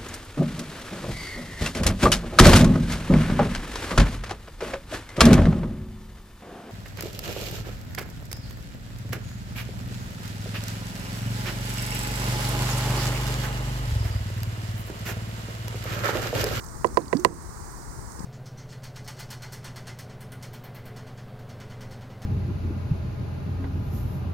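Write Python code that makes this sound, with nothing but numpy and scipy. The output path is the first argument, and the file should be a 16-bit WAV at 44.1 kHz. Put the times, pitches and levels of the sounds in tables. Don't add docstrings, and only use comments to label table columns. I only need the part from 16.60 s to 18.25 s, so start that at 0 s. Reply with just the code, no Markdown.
import sys
import numpy as np
from scipy import signal
from scipy.fft import rfft, irfft, next_fast_len
from scipy.io import wavfile
from scipy.ndimage import map_coordinates

SR = 44100
rng = np.random.default_rng(int(sys.argv[2]) if len(sys.argv) > 2 else 0)


def int16_out(signal):
    q = np.round(np.clip(np.atleast_2d(signal).T, -1, 1) * 32767)
    wavfile.write(sys.argv[1], SR, q.astype(np.int16))


N = 72765
TOP_HZ = 16090

# t/s, ring level/dB, brightness/dB, contact cut-off/Hz (higher is harder),
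# main ring boost/dB, crack level/dB, sizzle level/dB, slosh level/dB
BLOWS = [(0.245, -1, -2.5, 2900, -0.5, -9, -31.5, -29), (0.3721, 1.5, -0.5, 9800, -0.2, -12, -27.5, -25),
         (.5282, .5, 8.5, 2350, -9, -20, -28, -27), (0.6482, 1.5, 14.5, 15800, 1, -0.5, -20, -23)]


def amp(db):
    return 10 ** (np.asarray(db) / 20)


def unit(x):
    return x / np.sqrt(np.mean(x ** 2) + 1e-20)


def since(start):
    return np.maximum(np.arange(N) / SR - start, 0)


def filtered(x, response):
    size = next_fast_len(N + 8192)
    return irfft(rfft(x, size) * response(np.fft.rfftfreq(size, 1 / SR)), size)[..., :N]


def lowpass(x, hz, order):
    return signal.sosfilt(signal.butter(order, min(hz, TOP_HZ), fs=SR, output='sos'), x)


def noise(spectrum):
    freqs, db = np.transpose(spectrum)
    white = rng.standard_normal(N)
    return unit(filtered(white, lambda hz: amp(np.interp(np.log(hz + 1), np.log(freqs), db))))


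def wobble(per_second):
    points = rng.standard_normal(int(N * per_second / SR) + 4)
    return map_coordinates(points, [np.arange(N) * per_second / SR])


def swell(t, rise, t60):
    return (1 - np.exp(-t / rise)) * amp(-60 * t / t60)


def creek():
    # f/Hz, level/dB
    hiss = [(200, 6.5), (600, -20), (1000, 0), (1600, -6), (2600, -26.5), (4200, -30), (5500, -4.5),
            (9200, -2), (10500, -12.5), (15000, -15)]
    # f/Hz, level/dB
    rush = [(25, -39), (70, -2), (200, -4.5), (400, -3.5), (600, -12.5), (980, -1.5), (1500, -9.5),
            (2000, -15), (2600, -30.5), (3300, -32.5), (4600, -18.5), (6500, -16), (9200, -16),
            (10500, -29.5), (15000, -27)]
    return np.array([amp(-50) * noise(hiss), amp(-40.5 + 0.19 * wobble(10)) * noise(rush)])


def wind():
    # f/Hz, level/dB
    rumble = [(10, -21), (28, -4.5), (55, 1), (120, -6), (200, -12.5), (300, -24.5), (600, -27),
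              (2000, -73)]
    # t/s, f/Hz, level/dB
    thumps = [(0.2128, 133, -26), (0.348, 71.5, -22.5), (0.893, 60.3, -26), (1.392, 79, -26.5),
              (1.593, 268, -29.5), (1.6062, 157, -22), (1.6455, 171, -24)]
    out = amp(-37.5) * unit(noise(rumble) * amp(1.5 * wobble(14.7)))
    rasp = amp(-16) * noise([(200, 6), (1300, -1), (3000, -35)])
    for peak_s, hz, db in thumps:
        distance = (np.pi * hz * (np.arange(N) / SR - peak_s)) ** 2
        out += amp(db) * np.exp(-distance) * (1 - 2 * distance + rasp)
    return out


def drips():
    # t/s, f/Hz, level/dB
    drops = [(0.041, 5020, -36), (0.045, 12400, -36), (.064, 6400, -34), (.086, 5700, -35),
             (.262, 7730, -29), (0.27, 4540, -30.5), (.3445, 5800, -32), (.404, 6550, -34),
             (.418, 4240, -39), (.457, 3080, -39), (.4805, 4650, -32), (0.55, 4830, -34), (.569, 4650, -24),
             (0.597, 6240, -27.5), (.599, 13100, -36), (0.603, 5550, -35), (0.741, 8380, -33),
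             (0.8239, 8840, -34.5), (1.119, 12600, -40), (1.519, 6600, -32), (1.5932, 5270, -30)]
    out = np.zeros(N)
    for start, hz, db in drops:
        t = since(start)
        ping = np.sin(2 * np.pi * hz * t)
        splash = noise([(hz / 2, -20), (hz, 0), (2 * hz, -15), (3 * hz, -28)])
        out += amp(db) * swell(t, rise=0.00066, t60=0.017) * (ping + 0.78 * splash)
    return out


def gulps():
    # t/s, start f/Hz, end f/Hz, level/dB, fade time t60/s
    bubbles = [(.549, 159, 309.5, -5, 0.093), (0.587, 338, 361.4, -19.5, 0.2), (0.689, 327, 348, -34, 0.41),
               (0.836, 322, 374, -37, 0.1)]
    glide_s = 0.01
    out = np.zeros(N)
    for start, start_hz, end_hz, db, t60 in bubbles:
        t = since(start)
        hz = end_hz + (start_hz - end_hz) * np.exp(-t / glide_s)
        phase = 2 * np.pi * np.cumsum(hz * (t > 0)) / SR
        out += amp(db) * swell(t, rise=0.0041, t60=t60) * np.sin(phase)
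    return out


def stirred_water():
    # f/Hz, level/dB
    sizzle = [(1000, 6), (2200, 2), (3400, -4.5), (4600, 1), (8500, -5), (11000, -14), (16000, -23)]
    # f/Hz, level/dB
    slosh = [(40, -20), (150, 2.5), (400, -5), (600, -17), (1100, -16), (2200, -32.5), (8000, -77)]
    sizzle_t60_s = 0.045
    out = np.zeros(N)
    for start, *_, sizzle_db, slosh_db in BLOWS:
        t = since(start)
        out += amp(sizzle_db - 60 * t / sizzle_t60_s) * (t > 0) * noise(sizzle)
        out += amp(slosh_db) * swell(t, rise=0.0043, t60=0.41) * noise(slosh)
    return out


def knocks():
    # f/Hz, level/dB, fade time t60/s
    pan_tones = [(181.6, -25.5, 0.082), (340.8, -14, 0.09), (395, -8.5, 0.042), (474.4, -10.5, 0.071),
                 (538.5, -14, 0.066), (674, -14.5, 0.053), (751, -23, 0.09), (1005, -2, 0.033),
                 (1096, -22.5, 0.047), (1537, -27, 0.035), (1948, -17.5, .02), (2300, -20.5, 0.0093),
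                 (2774, -22, 0.0098), (4486, -20.5, 0.0064)]
    # f/Hz, level/dB
    crack = [(800, 7), (2600, -7), (3400, 4.5), (4500, 12.5), (8500, -0.5), (11000, -12.5), (16000, -17)]
    ring_hz, ring_octaves = 980, 0.44
    bright_above_hz, crack_t60_s = 1830, 0.0024
    out = np.zeros(N)
    for start, db, bright_db, contact_hz, ring_db, crack_db, *_ in BLOWS:
        t = since(start)
        blow = amp(crack_db - 60 * t / crack_t60_s) * (t > 0) * noise(crack)
        for k, (hz, tone_db, t60) in enumerate(pan_tones):
            treble_db = bright_db / (1 + (bright_above_hz / hz) ** 4)
            boost_db = ring_db * np.exp(-(np.log2(hz / ring_hz) / ring_octaves) ** 2)
            fade = amp(db + tone_db + treble_db + boost_db - 60 * t / t60)
            direction = (-1) ** (k + 1)
            blow += direction * fade * np.sin(2 * np.pi * hz * t)
        out += lowpass(blow, contact_hz, order=6)
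    return out


def scene():
    pan = knocks() + stirred_water() + gulps() + drips()
    far_db, dull_above_hz, leak_db = -16.5, 420, -44
    far_pan = filtered(pan, lambda hz: amp(far_db) / (1 + 1j * hz / dull_above_hz) + amp(leak_db))
    return np.array([far_pan + wind(), pan]) + creek()


def record(dry):
    limit_db, dip_s, recover_s = -5, 0.05, 0.076
    t = np.arange(N) / SR
    level_db = 20 * np.log10(np.abs(dry).max(0) + 1e-9)
    over_db = np.maximum(level_db - limit_db, 0)
    held_db = np.maximum.accumulate(over_db * np.exp(t / recover_s)) * np.exp(-t / recover_s)
    smoothing = np.exp(-1 / (dip_s * SR))
    dip_db = signal.lfilter([1 - smoothing], [1, -smoothing], held_db)
    clipped = np.clip(dry * amp(-dip_db), -1, 1)
    return filtered(clipped, lambda hz: hz < TOP_HZ)


dry = scene()
out = record(dry)
int16_out(out)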